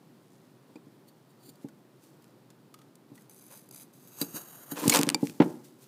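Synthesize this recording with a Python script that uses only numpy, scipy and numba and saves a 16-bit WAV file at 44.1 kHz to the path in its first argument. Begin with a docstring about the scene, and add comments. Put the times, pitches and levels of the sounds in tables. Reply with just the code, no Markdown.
"""At a kitchen counter, a knife works into the flesh of a halved coconut, close to a hand-held phone.
The blade sticks and slips, which makes it ring. It sinks deeper in jerks, then levers until
the flesh tears and snaps off the shell. The shell knocks on the counter, fingers rub and bump
the phone, and the small kitchen echoes and murmurs behind."""
import sys
import numpy as np
from scipy import signal
from scipy.fft import rfft, irfft
from scipy.io import wavfile
from scipy.ndimage import uniform_filter1d
from numba import njit

SR = 44100
rng = np.random.default_rng(int(sys.argv[2]) if len(sys.argv) > 2 else 0)


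def master_out(mix):
    """Clip the mix to full scale and print it as 16-bit PCM to the path in sys.argv[1]."""
    frames = np.transpose(np.atleast_2d(mix))
    ceiling = np.clip(frames, -1, 1)
    pcm = np.round(ceiling * 32767).astype(np.int16)
    wavfile.write(sys.argv[1], SR, pcm)


N = 259043
T = np.arange(N) / SR
HIT_T = T[:SR // 3]  # time within one short hit
BITE_S, SINK_S = 3.9, .68  # the blade starts to sink in; how long it takes to be buried
LEVER_S, RUPTURE_S = 4.745, 4.957  # levering starts; the flesh breaks away


def scrape():
    """The blade rings as it sticks and slips on wet flesh; sinking in damps and shifts its tones."""
    # blade tones: free f/Hz, buried f/Hz, base width/Hz, free gain/dB, buried gain/dB
    blade = [(850, 700, 390, -5, 1), (1340, 1240, 280, -8.5, -4), (2500, 3030, 240, -10.5, -6.5),
             (3990, 3930, 105, -7, -6), (4900, 4640, 165, -4.5, -11), (6340, 6780, 140, 1.5, -2),
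             (6960, 7100, 580, -6, -9), (8000, 8930, 380, -3, -1), (8670, 9700, 150, 3.5, -25),
             (10040, 10700, 490, 3.5, -18), (11500, 11450, 320, 2.5, -0.5), (11900, 12600, 340, -14, 2),
             (12200, 11800, 400, -1, -1.5), (13950, 14100, 260, 1, -9), (14500, 14800, 500, -6, -3)]
    force, jerk = effort()
    depth = np.clip((T - BITE_S) / SINK_S, 0, 1)
    # the tip grates on the surface; the buried blade slides smoothly
    slips = force * (np.sqrt(1 - depth) * grains(1500, 3.3) + np.sqrt(depth) * grains(14000, 2.5))
    slips += jerk * grains(9000, 2.5)
    # a hard jerk bends the whole blade and brings out its lower tones
    slips += 1.4 * np.tanh(jerk / undb(-28)) * band(slips, 4200, 1240)
    out = undb(-9) * butter(slips, 1730, "high")
    for free_hz, buried_hz, base_width, free_db, buried_db in blade:
        hz = free_hz + depth * (buried_hz - free_hz)
        width = 2.4 * base_width * (1 + .52 * depth)
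        gain = undb(free_db + depth * (buried_db - free_db))
        out += gain * band(band(slips, hz, width), hz, width)
    flesh_hiss = undb(-17) * butter(force * grains(9000, 3), 1730, "high")
    return undb(4.3) * (out + flesh_hiss)


def effort():
    """The hand's steady push, and the jerks on top of it: chatter, catches and lunges."""
    # pushes through the flesh: start t/s, length/s, level/dB, amount of chatter (0-1)
    strokes = [(3.14, .08, -65.5, .15), (3.296, .2, -61, 1), (3.497, .085, -53.5, .1), (3.6, .07, -67, .1),
               (3.724, .105, -54.5, .7), (3.929, .14, -62, .35), (4.074, .095, -56.5, .3),
               (4.17, .405, -50.5, 0), (4.58, .19, -54.5, 0)]
    # the tip catches hard and lets go: t/s, level/dB
    catches = [(3.296, -50), (3.689, -50), (3.7108, -41.5), (3.746, -40), (3.761, -42), (4.074, -50),
               (4.799, -32)]
    # the flesh gives and the blade lunges deeper: t/s, level/dB, rise/s
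    lunges = [(4.215, -25.5, .002), (4.224, -31, .0055), (4.366, -33.5, .015), (4.719, -34, .007)]
    chatter_hz, slip_fall_s = 52, .0026
    force, jerk = np.zeros(N), np.zeros(N)
    cycles = np.cumsum(chatter_hz * (1 + .2 * walk(40))) / SR
    for s, length, db, chatter in strokes:
        force += undb(db) * held(s, length, attack=.008, release=.018)
        since_slip = (cycles - cycles[int(s * SR)]) % 1 / chatter_hz
        pushing = (T >= s) & (T < s + length)
        jerk += chatter * undb(db + 10) * np.exp(-since_slip / slip_fall_s) * pushing
    jerk += sum(undb(db) * swell(s, .0004, slip_fall_s) for s, db in catches)
    for s, db, rise in lunges:
        jerk += undb(db) * swell(s, rise, 1.25 * rise)
        force += undb(db - 21) * swell(s, .022, .022)  # the blade creeps before and after
    return force * undb(2 * walk(160)), jerk


def tear():
    """Fibres part in a dense crackle; the bigger breaks make the hollow shell ring."""
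    # smaller rips before and after the main break: t/s, level/dB, rise/s, fall/s
    small_rips = [(3.52, -57, .018, .05), (4.775, -43, .01, .015), (5.033, -38, .025, .008),
                  (5.08, -38, .008, .022)]
    fibres, breaks = grains(3500, 3.2), grains(1200, 3.1)
    hollow = band(breaks, 524, 230) + 1.06 * band(breaks, 924, 280)
    hollow += .2 * band(breaks, 1570, 410) + .21 * band(breaks, 2420, 400)
    deep = unit(butter(hollow, 200, "high"))
    fine = unit(butter(band(fibres, 8500, 12000), 1100, "high"))
    deep_level = strain(hold_db=-43, peak_db=-21.5, rise=.022, fall=.02)
    deep_level += sum(undb(db) * swell(s, rise, fall) for s, db, rise, fall in small_rips)
    fine_level = strain(hold_db=-44.5, peak_db=-29, rise=.042, fall=.016)
    return deep * deep_level + fine * fine_level


def strain(hold_db, peak_db, rise, fall):
    """The crackle's loudness holds while the knife levers, swells to the break and dies away."""
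    lever = held(LEVER_S, RUPTURE_S - LEVER_S, attack=.045, release=.09)
    return lever * (undb(hold_db) + undb(peak_db) * swell(RUPTURE_S, rise, fall))


def snaps():
    """Each crack is a sharp click with a few milliseconds of splintering behind it."""
    # snaps of flesh and ticks of the knife tip: t/s, relative level/dB, fade time/s, centre f/Hz
    cracks = [(2.2428, -47.5, .008, 4200), (2.955, -48, .02, 7500), (3.155, -51.5, .041, 7500),
              (4.8794, -11.5, .016, 9000), (4.8965, -9, .027, 6900), (4.939, -12, .0057, 6100),
              (4.9478, -11.5, .022, 3900), (4.9595, -7.5, .007, 4500), (4.971, -11, .009, 5200),
              (4.990, -15, .015, 5300), (5.0136, -12, .0045, 5600), (5.0327, -9, .005, 5600),
              (5.068, -31.5, .014, 4800), (5.0903, -6.5, .0054, 3500), (5.101, -15, .007, 4200),
              (5.271, -27, .0073, 3500), (5.297, -34, .014, 2430)]
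    out = np.zeros(N)
    for s, db, t60, hz in cracks:
        shape = fade(HIT_T, t60)
        burst = rng.standard_normal(len(HIT_T)) * shape
        burst[0] -= 4  # the click
        burst = butter(band(burst, hz, 1.9 * hz), .13 * hz, "high")
        add(out, s, undb(db) * burst * np.linalg.norm(shape) / np.linalg.norm(burst))
    splinters = unit(band(grains(170, 3), 4500, 7000))
    near_break = np.exp(-.5 * ((T - RUPTURE_S) / .022) ** 2)
    out += undb(-29) * splinters * near_break
    # the flesh colours every snap alike
    return .55 * out + .31 * band(out, 2640, 760) + .3 * band(out, 8300, 2400)


def pings():
    """Each light tap is a tick and one fading tone, roughened by the grit under the tip."""
    # taps and catches: t/s, tone level/dB, tone f/Hz, tick level/dB
    taps = [(.757, -54, 2450, -58), (1.686, -54, 1450, -47.5), (2.503, -59, 1410, -46),
            (2.7415, -48, 1224, -40), (2.789, -54, 1210, -50), (2.816, -61, 1250, -51),
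            (3.178, -52, 1980, -50), (4.214, -37, 1670, -45), (4.2145, -31, 3970, -36),
            (4.2147, -29, 4720, -36), (4.8395, -25, 1005, -34), (4.897, -16.5, 6900, -22),
            (4.9213, -26, 4200, -29), (4.9215, -20.5, 2265, -20), (4.929, -20, 2365, -22)]
    ring_s, tick_s, tick_hz = .03, .032, 4000
    out = np.zeros(N)
    for s, db, hz, tick_db in taps:
        contact = .15 * noise_burst(tick_s)
        contact[0] += 1
        tone = band(contact, hz, width=np.log(1000) / (np.pi * ring_s))
        tick = band(noise_burst(tick_s), tick_hz, 2.2 * tick_hz)
        add(out, s, at_peak(tone, db) + at_peak(tick, tick_db))
    return out


def clacks():
    """The blade slips against the hard shell, and the short rough contact rings."""
    # blade hits on the shell: t/s, peak level/dB, pitch ratio, brightness f/Hz, contact fade time/s
    hits = [(.757, -49, 0.99, 1510, 0.035), (4.8963, -8, 0.93, 14000, 0.024),
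            (5.1457, -10.5, 0.985, 3600, 0.016)]
    # the tones they ring: f/Hz, base width/Hz, gain/dB
    tones = [(840, 110, 7), (2380, 70, -2), (3670, 100, -9), (4760, 120, 1), (5700, 91, -13),
             (7230, 220, -4), (8200, 110, -8), (9310, 130, -8), (10400, 110, -18), (12200, 160, -19),
             (13700, 130, -22), (14700, 130, -24)]
    out = np.zeros(N)
    for s, db, pitch, bright_hz, t60 in hits:
        contact = .25 * noise_burst(t60)
        contact[0] += 1
        ring = sum(undb(gain) * band(contact, hz * pitch, 1.06 * width) for hz, width, gain in tones)
        sound = band(.082 * contact + ring, bright_hz, 3.8 * bright_hz)
        add(out, s, at_peak(sound, db))
    return out


def knocks():
    """Dull knocks pass through shell, counter and hand; harder ones reach the higher tones."""
    # knocks: t/s, peak level/dB, hardness as a cutoff f/Hz, ring length ratio
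    blows = [(.756, -38.5, 620, 1.03), (.868, -43, 294, .87), (1.471, -45, 250, 2.7),
             (1.6442, -29, 220, .9), (3.116, -40, 300, 1), (4.214, -24, 290, 1.1), (4.341, -34, 70, .83),
             (4.356, -35, 800, 1.1), (4.719, -28, 260, 1.13), (4.772, -35, 500, 2), (4.82, -24.5, 590, 1.9),
             (4.856, -18, 400, 1.2), (4.877, -10, 110, .33), (4.897, -23, 350, 1.8), (4.95, -23, 450, 1.9),
             (4.991, -16, 253, 1.25), (5.033, -20, 450, .7), (5.071, -19, 280, .9), (5.103, -29, 280, 2),
             (5.146, -25, 650, 1.1), (5.2288, -13, 250, .85), (5.4015, -4, 500, .87), (5.46, -21, 230, .66)]
    # the tones they ring: base f/Hz, relative level/dB, base fade time/s
    tones = [(115, -23.5, 0.23), (173.7, -1.5, 0.082), (240.4, 1.5, 0.067), (292.3, 9.5, 0.068),
             (356.8, -2, 0.068), (458.4, 0.5, 0.063), (542, -7, 0.071), (718, -16, 0.075), (854, -5, 0.064),
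             (1046, -10.5, .04), (292, -34, 0.23), (354, -24, 0.52)]
    out = np.zeros(N)
    for s, peak_db, hardness_hz, length in blows:
        pitch = (hardness_hz / 420) ** .07  # a softer blow rings a little lower
        ring = np.zeros(len(HIT_T))
        for hz, db, t60 in tones:
            gain = undb(db + rng.standard_normal())  # each blow lands on another spot
            ring += gain * np.sin(2 * np.pi * hz * pitch * HIT_T) * fade(HIT_T, t60 * length)
        sound = butter(ring, hardness_hz, "low", order=1)
        sound *= 1 - np.exp(-HIT_T / (.0024 * length))  # the weight takes a moment to settle
        sound = butter(sound, 138 * pitch, "high", order=3)  # a small body gives off little bass
        add(out, s, at_peak(sound, peak_db))
    return out


def skid():
    """At the hardest bump the shell scuffs as it lands, again as it bounces, and then settles."""
    bump_s, bounce_gap_s = 5.402, .019
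    scuff = unit(butter(band(grains(6000, 4), 780, 540), 3100, "low"))
    landings = swell(bump_s, .0006, .008) + undb(-5) * swell(bump_s + bounce_gap_s, .003, .008)
    settling = swell(bump_s + bounce_gap_s, .003, .05)
    return scuff * (undb(-22.5) * landings + undb(-50) * settling)


def fingers():
    """Skin slides on the phone's case in a thin, unsteady squeak; the hand brushes by."""
    # tones of the squeak: f/Hz, width/Hz, gain/dB
    tones = [(4620, 160, 5), (7250, 280, -4), (9000, 550, -4), (11050, 250, -4), (12100, 220, -3),
             (13850, 200, 0), (14900, 300, -9)]
    # finger rubs: peak t/s, relative level/dB, rise and fall/s
    rubs = [(1.086, -58.5, .007), (1.308, -67, .012), (1.44, -59, .02), (1.465, -57.5, .012),
            (1.492, -57, .015), (1.558, -64, .004)]
    # the hand brushing past: peak t/s, level/dB, rise/s, fall/s
    brushes = [(1.635, -66, .025, .025), (2.04, -62, .025, .05), (2.223, -61, .001, .004),
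               (5.24, -49, .028, .09), (5.415, -56, .005, .12), (5.647, -58, .004, .035),
               (5.831, -58, .025, .04)]
    friction = grains(5000, 2.7) * undb(2.2 * walk(110))
    wobble = 1 + .012 * walk(45.4)
    squeak = unit(sum(undb(db) * band(friction, hz * wobble, width) for hz, width, db in tones))
    hiss = unit(butter(friction, 3100, "high"))
    rub_level = sum(undb(db) * swell(s, rise, rise) for s, db, rise in rubs)
    grip = unit(band(band(grains(400, 3.5), 6900, 9300), 7000, 12000))
    grip *= undb(-83 + 4 * walk(12))  # the grip shifts softly
    brush = unit(band(grains(3000, 3.6), 7400, 15300))
    brush_level = sum(undb(db) * swell(s, rise, fall) for s, db, rise, fall in brushes)
    return (.8 * squeak + .4 * hiss) * rub_level + grip + brush * brush_level


def room(x, low_db, high_db, low_t60, high_t60):
    """Add the echo of a small room: the lows linger, the highs die fast."""
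    t = T[:SR]
    onset = 1 - np.exp(-(t / .0095) ** 2)
    low, high = (rng.standard_normal(SR) * onset * fade(t, t60) for t60 in (low_t60, high_t60))
    tail = undb(low_db) * butter(low / np.linalg.norm(low), 1270, "low")
    tail += undb(high_db) * butter(high / np.linalg.norm(high), 890, "high")
    return x + signal.fftconvolve(x, tail)[:N]


def kitchen():
    """The room murmurs low and steady over a thin hiss."""
    # how strong the murmur is from low to high: f/Hz, relative level/dB
    spectrum = [(18, -62), (30, -30), (85, -44), (105, -5.5), (126, 4), (160, -1), (399, -4), (432, -10.5),
                (467, -9), (656, -14.5), (970, -16.5), (2360, -27.5), (4660, -29), (6050, -34),
                (15500, -34)]
    hz, db = np.transpose(spectrum)
    bins = np.maximum(np.fft.rfftfreq(N, 1 / SR), 1)
    colour = undb(np.interp(np.log(bins), np.log(hz), db))
    murmur = unit(irfft(rfft(rng.standard_normal(N)) * colour, N))
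    return murmur * undb(-57.5 + .5 * walk(9))


def undb(db):
    """Turn decibels into a gain."""
    return 10 ** (np.asarray(db) / 20)


def unit(x):
    """Scale to an average strength (rms) of 1."""
    return x / np.sqrt(np.mean(x ** 2))


def at_peak(x, db):
    """Scale so the highest peak is at db."""
    return undb(db) * x / np.abs(x).max()


def add(track, s, sound):
    """Mix a sound in at s seconds."""
    start = int(s * SR)
    track[start:start + len(sound)] += sound[:N - start]


@njit
def svf(x, tuning, damping):
    """Band-pass filter whose centre and damping can move."""
    y, mid, low = np.empty(len(x)), 0., 0.
    for i in range(len(x)):
        g, k = tuning[i], damping[i]
        v = (mid + g * (x[i] + 1e-18 - low)) / (1 + g * (g + k))
        mid, low, y[i] = 2 * v - mid, low + 2 * g * v, k * v
    return y


def band(x, hz, width):
    """Keep a band around hz, with gain 1 at its centre and a width in Hz."""
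    turn = np.pi * np.minimum(hz, SR * 3 / 7) / SR * np.ones(len(x))
    return svf(x, np.tan(turn), 2 * np.pi * width / SR / np.sin(2 * turn))


def butter(x, hz, kind, order=2):
    """Keep what is below ("low") or above ("high") hz."""
    return signal.sosfilt(signal.butter(order, min(hz, SR / 2 - 1), kind, fs=SR, output="sos"), x)


def fade(t, t60):
    """Die away by 60 dB in the fade time t60."""
    return np.exp(-np.log(1000) * t / t60)


def noise_burst(t60):
    """A short puff of fading noise."""
    return rng.standard_normal(len(HIT_T)) * fade(HIT_T, t60)


def swell(s, rise, fall):
    """A loudness curve that grows to 1 at s seconds and dies away."""
    return np.exp(-np.minimum(np.abs(T - s) / np.where(T < s, rise, fall), 50))


def held(s, length, attack, release):
    """A loudness curve that ramps up, holds and dies away."""
    return np.clip((T - s) / attack, 0, 1) * swell(s + length, np.inf, release)


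def walk(rate):
    """A random wander of size near 1, with rate turns a second."""
    step = int(SR / rate)
    return unit(uniform_filter1d(np.repeat(rng.standard_normal(N // step + 1), step), step)[:N])


def grains(rate, spread_db):
    """Tiny clicks of uneven size, about rate of them a second."""
    size = undb(spread_db * np.clip(rng.standard_normal(N), -2, 2))
    return unit((rng.random(N) < rate / SR) * size * rng.choice([-1, 1], N))


def scene():
    """The close sounds echo in the kitchen, over its murmur."""
    close = scrape() + tear() + snaps() + pings() + clacks() + knocks() + skid() + fingers()
    return (room(close, low_db=-14, high_db=-35.5, low_t60=.54, high_t60=.28) + kitchen())[None]


def record(dry):
    """The phone drops the deep bass and cuts the highest treble."""
    thin = butter(dry, 118, "high", order=3)
    return signal.sosfilt(signal.ellip(8, .2, 70, 15300, fs=SR, output="sos"), thin)


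dry = scene()
out = record(dry)
master_out(out)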